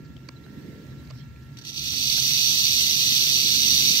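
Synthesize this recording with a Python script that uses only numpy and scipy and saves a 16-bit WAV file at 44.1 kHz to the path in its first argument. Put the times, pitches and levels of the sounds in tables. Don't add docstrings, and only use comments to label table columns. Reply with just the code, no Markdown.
import sys
import numpy as np
from scipy import signal
from scipy.fft import rfft, irfft
from scipy.io import wavfile
from scipy.ndimage import uniform_filter1d

SR = 44100
rng = np.random.default_rng(int(sys.argv[2]) if len(sys.argv) > 2 else 0)


def transcribe(signal):
    frames = np.atleast_2d(signal).T
    limited = np.clip(frames, -1, 1)
    pcm = np.round(limited * 32767).astype(np.int16)
    wavfile.write(sys.argv[1], SR, pcm)


def level_to_linear(level):
    exponent = np.asarray(level, float) / 20
    return 10 ** exponent


N = 176400


def evened(x):
    return x / np.sqrt(np.mean(x ** 2) + 1e-20)


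def read(points, hz):
    f, value = np.transpose(points)
    return np.interp(np.log(hz + 1), np.log(f + 1), value)


def curve(points, order=1):
    rows = np.transpose(points)
    return np.interp(np.arange(N) / SR, rows[0], rows[order])


def sides(pan_db):
    return level_to_linear(np.array([[pan_db / 2], [-pan_db / 2]]))


def add(mix, s, sound):
    part = mix[:, round(s * SR):][:, :sound.shape[1]]
    part += sound[:, :part.shape[1]]


def resonate(x, hz, width):
    r = np.exp(-np.pi * width / SR)
    return signal.lfilter([1 - r, 0, r - 1], [1, -2 * r * np.cos(2 * np.pi * hz / SR), r * r], x)


def wander(per_s):
    steps = rng.standard_normal(400)
    return evened(np.interp(np.arange(N) / SR * per_s, np.arange(400), steps))


def wash(left, right, same, patchy_db, size):
    hz = np.fft.rfftfreq(size, 1 / SR)
    frames = 4 * N // size + 5
    a, b, c, d, patches = rng.standard_normal((frames, len(hz), 5)).T
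    patches = uniform_filter1d(patches, size=5, axis=0)
    patches = evened(uniform_filter1d(patches, size=6, axis=1))
    same = np.clip(same, 0, 1)
    first = a + 1j * b
    second = same * first + np.sqrt(1 - same ** 2) * (c + 1j * d)
    colour_db = np.array([left(hz), right(hz)])[:, :, None]
    z = np.array([first, second]) * level_to_linear(colour_db + patchy_db * patches)
    return evened(signal.istft(z, nperseg=size, noverlap=size * 3 // 4)[1][:, :N])


# time in seconds, rattle level in dB, shakes per second.
TAIL_EFFORT = [
    (1.63, -61.5, 45),
    (1.66, -39, 50),
    (1.72, -40, 58),
    (1.76, -35, 63),
    (1.96, -26, 66),
    (2.12, -22.5, 72),
    (2.5, -21.5, 71),
    (3.2, -21, 69),
    (4.0, -20, 70.4),
]
# start in seconds, level in dB, length in seconds.
LOOSE_KNOCKS = [(1.57, -40.5, 0.006), (1.5864, -36, 0.0053), (1.613, -41.5, 0.008), (1.638, -42, 0.0055),
                (1.65, -31, 0.002), (1.664, -41, 0.0053), (1.668, -46, 0.0053), (1.73, -38, 0.0043),
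                (1.760, -37, 0.005), (1.778, -46, 0.0021), (1.806, -39, 0.0041)]


def knocks():
    turns = 2 * np.pi * np.cumsum(curve(TAIL_EFFORT, order=2) * (1 + .02 * wander(8.))) / SR
    t = np.arange(N) / SR
    settle_s, turn_depth, swing_depth = 3.2, .17, .06
    steady = np.minimum(t / settle_s, 1) ** 2 * (1 + .4 * wander(9.))
    bunch = 1 + steady * turn_depth * np.cos(2 * turns) + swing_depth * np.cos(turns)
    bunch = np.maximum(bunch, 0)
    level = level_to_linear(curve(TAIL_EFFORT) + .5 * wander(11.0)) * (t > LOOSE_KNOCKS[0][0])
    busy = np.clip(.12 + 2 * level / level.max(), .02, 1)
    level = level * level_to_linear(3. * (1.15 - busy) * wander(90.))
    for s, db, length in LOOSE_KNOCKS:
        level = level + level_to_linear(db) * (t > s) * np.exp(-np.maximum(t - s, 0) / length)

    knocks_per_s, size_spread_db = 14000, 1.5
    hit, size = rng.random((3, N)), rng.exponential(1, (3, N))
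    hit[1:] = np.where(rng.random((2, N)) < busy, hit[1:], hit[0])
    train = (hit < knocks_per_s * busy * bunch / SR) * rng.choice([-1., 1.], (3, N))
    train = evened(train * level_to_linear(size_spread_db * np.minimum(size, 4)) * bunch / np.sqrt(busy))
    body = uniform_filter1d(train, size=3, axis=1)
    sharpness = np.clip(.097 + busy, 0, 1)
    return level * (body + sharpness * (train - body))


def wall(x):
    t60_s, scatter_db = .05, -2
    out, part = x.copy(), rng.integers(0, 3, N)
    for k in range(3):
        taps = np.zeros((len(x), 3000))
        at = np.arange(40, 2980, 20) + rng.integers(0, 20, (len(x), 147))
        echoes = rng.choice([-1., 1.], at.shape) * level_to_linear(-60 * at / SR / t60_s)
        np.put_along_axis(taps, at, echoes, 1)
        taps = level_to_linear(scatter_db) * taps / np.linalg.norm(taps, axis=1)[:, None]
        out = out + signal.oaconvolve(x * (part == k), taps, axes=1)[:, :N]
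    return out


# pitch in Hz, level in dB.
PORT_LEFT = [(300, -24.5), (1100, -36), (1500, -20.5), (2500, -6), (5200, -10), (9000, -14.5),
             (12200, -13.5), (15500, -14.5)]
PORT_RIGHT = [(300, -28.5), (1300, -27), (2200, -15.5), (3600, -0.5), (6100, 1.5), (7500, -14),
              (12500, -13), (15500, -16.5)]
# pitch in Hz, width in Hz, gain in dB.
BUMPS_LEFT = [(2866, 200, 5), (3190, 86, -12), (3836, 130, 10.5), (4170, 64, 2.5), (4520, 130, 4.5),
              (5340, 150, 1), (6030, 110, 4), (6700, 260, 0), (7800, 500, 2), (10140, 610, -5)]
BUMPS_RIGHT = [(3787, 69, 2.5), (4010, 60, -6), (4460, 730, 4), (5110, 180, -6.5), (5856, 120, 6.5),
               (6500, 78, -1.5), (7300, 200, 5.5), (8100, 130, 6), (9070, 1200, -24.5), (10800, 300, -5.5)]
# pitch in Hz, likeness from 0 to 1.
RATTLE_LIKENESS = [(600, .5), (1200, .3), (1700, .95), (2500, .72), (6000, .66), (7000, .2), (11400, .42),
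                   (12500, .25)]
# pitch in Hz, lead in radians.
LEFT_LEAD = [(900, 0.13), (1500, 3.5), (2300, 2.33), (3000, 3.47), (4000, 4.51), (5000, 5.4), (6000, 9.5),
             (15000, 6.6)]


def rattle():
    size = N + 4096
    hz = np.fft.rfftfreq(size, 1 / SR)
    shared, left, right = rfft(wall(knocks()), size, axis=1)
    same = np.clip(read(RATTLE_LIKENESS, hz), 0, 1)
    lead = np.exp(1j * read(LEFT_LEAD, hz))
    common = shared * np.array([lead, np.ones(len(hz))])
    z = np.sqrt(same) * common + np.sqrt(1 - same) * np.array([left, right])
    colour_db = []
    for tilt, bumps in ((PORT_LEFT, BUMPS_LEFT), (PORT_RIGHT, BUMPS_RIGHT)):
        rings_db = sum(g * np.exp(-.5 * ((hz - f) / w) ** 2) for f, w, g in bumps)
        colour_db.append(read(tilt, hz) + rings_db)
    colour = level_to_linear(np.array(colour_db))
    return irfft(z * colour / np.sqrt(np.mean(colour ** 2)), size, axis=1)[:, :N]


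# start in seconds, level in dB, length in seconds, middle pitch in Hz,
# left minus right in dB.
GRIT_TICKS = [(.045, -62, .02, 4200, -4), (.163, -58, .008, 700, 4), (.165, -52.5, .004, 2900, 7),
              (.177, -60, .003, 2500, 5), (.2865, -40.5, .005, 4200, -8), (.288, -49, .005, 550, -3),
              (.2872, -45, .005, 1300, -4), (.4635, -51, .002, 1500, -5), (.4635, -54, .002, 700, -3),
              (.865, -61, .005, 5500, -6), (1.0505, -56, .003, 4300, -5), (1.072, -56, .005, 4000, -6),
              (1.099, -54, .008, 4100, -7), (1.107, -48.5, .004, 4600, -7), (1.101, -54, .013, 1150, -6),
              (1.102, -51, .012, 600, 2), (1.360, -57, .003, 2300, 0), (1.42, -65, .02, 5200, -5),
              (1.932, -53, .006, 700, 0), (1.933, -45, .004, 1900, 0), (2.178, -45, .005, 720, 4),
              (2.179, -45, .004, 1600, 2)]


def grit():
    out = np.zeros((2, N))
    t = np.arange(4000) / SR
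    for s, db, length, hz, pan_db in GRIT_TICKS:
        crunch = rng.standard_normal((2, 4000)) * (t < length) * np.minimum(t / 0.00094, 1)
        crunch = crunch + 0.36 * crunch[::-1]
        narrow = resonate(resonate(crunch, hz, hz / 3), hz, hz / 3)
        edge_hz = .4 * hz + 600
        wide = resonate(resonate(crunch, edge_hz, 2200), edge_hz, 2200)
        ring = evened(narrow) + level_to_linear(-4) * evened(wide)
        add(out, s, sides(pan_db) * level_to_linear(db) * ring * np.sqrt(length * SR / len(t)))
    return out


# start in seconds, level in dB, length in seconds, pitch in Hz, blur in Hz.
BIRD_PEEPS = [
    (.352, -61, .03, 3980, 200),
    (.43, -63, .035, 3990, 220),
    (.895, -66, .04, 3960, 250),
    (.96, -67, .08, 3900, 350),
    (1.17, -64, .075, 3200, 400),
    (1.12, -64, .13, 5300, 700),
    (1.13, -65, .12, 4200, 700),
]


def bird():
    out = np.zeros((2, N))
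    t = np.arange(4000) / SR
    for s, db, length, hz, width in BIRD_PEEPS:
        puff = rng.standard_normal((2, 4000)) * np.sin(np.pi * np.minimum(t / length, 1))
        blur = evened(resonate(resonate(puff, hz, width), hz, width))
        add(out, s, sides(-8.0) * level_to_linear(db) * blur * np.sqrt(length * SR / len(t)))
    return out


# time in seconds, level in dB.
TRAFFIC_LEVEL = [(0, -45), (.11, -39.5), (.2, -47.5), (.5, -46.5), (.8, -43.5), (1.15, -40), (1.5, -45),
                 (1.75, -46), (1.85, -41), (2.4, -41.5), (3.1, -43.5), (3.7, -41.5), (4, -48)]
# pitch in Hz, level in dB.
TRAFFIC_COLOUR = [(25, -27), (55, -22), (70, 0), (97, -14), (134, 3.5), (170, -12.5), (260, -12),
                  (500, -77)]


def traffic():
    def colour(hz):
        return read(TRAFFIC_COLOUR, hz) - 0.009 * hz
    return level_to_linear(curve(TRAFFIC_LEVEL)) * wash(colour, colour, .8, patchy_db=1.2, size=4096)


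# time in seconds, level in dB.
GUST_LEVEL = [(0.0, -47.5), (0.32, -51.5), (0.59, -42.5), (1.05, -46), (1.1, -57), (2.16, -47.5),
              (2.17, -51.5), (3.94, -40.5), (4.0, -44.5)]
# pitch in Hz, level in dB.
GUST_COLOUR = [(100, -24.5), (190, 4.5), (240, -1.5), (320, -3.5), (420, -11.5), (600, -20.5), (900, -62),
               (2000, -52)]
# pitch in Hz, left minus right in dB.
GUST_SIDE = [(200, -2.5), (380, -9), (700, 2)]


def breeze():
    def left(hz):
        return read(GUST_COLOUR, hz) + read(GUST_SIDE, hz) / 2

    def right(hz):
        return read(GUST_COLOUR, hz) - read(GUST_SIDE, hz) / 2
    return level_to_linear(curve(GUST_LEVEL)) * wash(left, right, 0.87, patchy_db=2.0, size=1024)


# time in seconds, level in dB.
LEAVES_LEVEL = [(0, -58.5), (.36, -57.5), (.6, -54), (1.0, -55), (1.24, -56), (1.3, -58.5), (1.6, -55.5),
                (4, -51.5)]
# pitch in Hz, level in dB.
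LEAVES_LEFT = [(500, -1.5), (1000, -2), (2200, -6.5), (3300, -6), (6000, -12.5), (10300, -17),
               (12500, -12.5), (15500, -17)]
LEAVES_RIGHT = [(500, 2.5), (1100, -5.5), (1800, 7), (2800, -3.5), (3900, -1), (6000, -6), (9800, -20.5),
                (13000, -13.5)]


def leaves():
    def left(hz):
        return read(LEAVES_LEFT, hz)

    def right(hz):
        return read(LEAVES_RIGHT, hz)
    return level_to_linear(curve(LEAVES_LEVEL)) * wash(left, right, 0.035, patchy_db=2.2, size=512)


# pitch in Hz, level in dB, left minus right in dB.
WHINE_TONES = [(920.5, -77, -12), (1364, -64, 1), (1685, -73, -8), (1836, -75, -8), (2729, -75, 5)]


def whine():
    out = np.zeros((2, N))
    for hz, db, pan_db in WHINE_TONES:
        turns = np.cumsum(hz + 2.5 * wander(25.)) / SR
        out += sides(pan_db) * level_to_linear(db + 3 + wander(12.)) * np.sin(2 * np.pi * turns)
    return out


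# pitch in Hz, dB under.
KEPT_DEPTH = [(1000, 60), (7000, 45), (8100, 40), (8500, 27), (10900, 25), (11600, 36), (15500, 40)]


def starved(z, hz):
    faint_db, jitter_db = -118, 3
    edges = np.unique(np.round(np.geomspace(40, 760, num=72)).astype(int))
    power = np.add.reduceat(abs(z) ** 2, edges, axis=-2)[..., :-1, :] / np.diff(edges)[:, None]
    band_db = 10 * np.log10(power + 1e-20)
    depth_db = read(KEPT_DEPTH, hz[edges[:-1]])[:, None]
    limit_db = np.maximum(band_db.max(-2, keepdims=True) - depth_db, faint_db)
    jitter = evened(uniform_filter1d(rng.standard_normal(band_db.shape), size=2, axis=-1))
    keep = band_db + jitter_db * jitter > limit_db
    gate = np.ones(z.shape)
    gate[..., edges[0]:edges[-1], :] = np.repeat(keep, np.diff(edges), axis=-2)
    return z * gate


# pitch in Hz, share of the time from 0 to 1.
GAPS_LOW = [(1380, 0), (1460, .62), (1850, .68), (1980, .42), (2200, .68), (2400, .22), (2700, .05),
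            (2980, .15)]
GAPS_HIGH = [(3200, 0), (6700, 0), (7200, .17), (7700, .03), (9500, .06), (10200, .42), (10900, .05),
             (11200, 0)]


def gapped(z, hz):
    luck = rng.standard_normal((len(hz) // 6 + 1, z.shape[1]))
    luck = uniform_filter1d(uniform_filter1d(luck, size=3, axis=1), size=2, axis=0)
    rank = luck.ravel().argsort().argsort().reshape(luck.shape) / luck.size
    rank = np.repeat(rank, 6, axis=0)[:len(hz)]
    treble_db = 10 * np.log10((abs(z[hz > 3000]) ** 2).sum(0) + 1e-20)
    loud = np.clip((treble_db - treble_db.max() + 30) / 10, 0, 1)
    return z * (rank >= read(GAPS_LOW + GAPS_HIGH, hz)[:, None] * loud)


def scene():
    return rattle() + grit() + bird() + traffic() + breeze() + leaves() + whine()


def roll_off(x):
    return signal.sosfilt(signal.butter(12, 16670, fs=SR, output="sos"), x)


def record(dry):
    low_cut_hz, top_hz = 38, 15680
    dry = signal.sosfilt(signal.butter(3, low_cut_hz, "high", fs=SR, output="sos"), dry)
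    window = np.sin(np.pi * (np.arange(2048) + .5) / 2048)
    padded = np.pad(dry, ((0, 0), (136, 0)))
    hz, _, z = signal.stft(padded, SR, window, nperseg=2048, noverlap=1024)
    left, right = starved(z * (hz < top_hz)[:, None], hz)
    mid = gapped((left + right) / 2, hz)
    side = (left - right) / 2
    both = np.array([mid + side, mid - side])
    x = signal.istft(both, SR, window, nperseg=2048, noverlap=1024)[1]
    return roll_off(x[:, 136:][:, :N])


dry = scene()
out = record(dry)
transcribe(out)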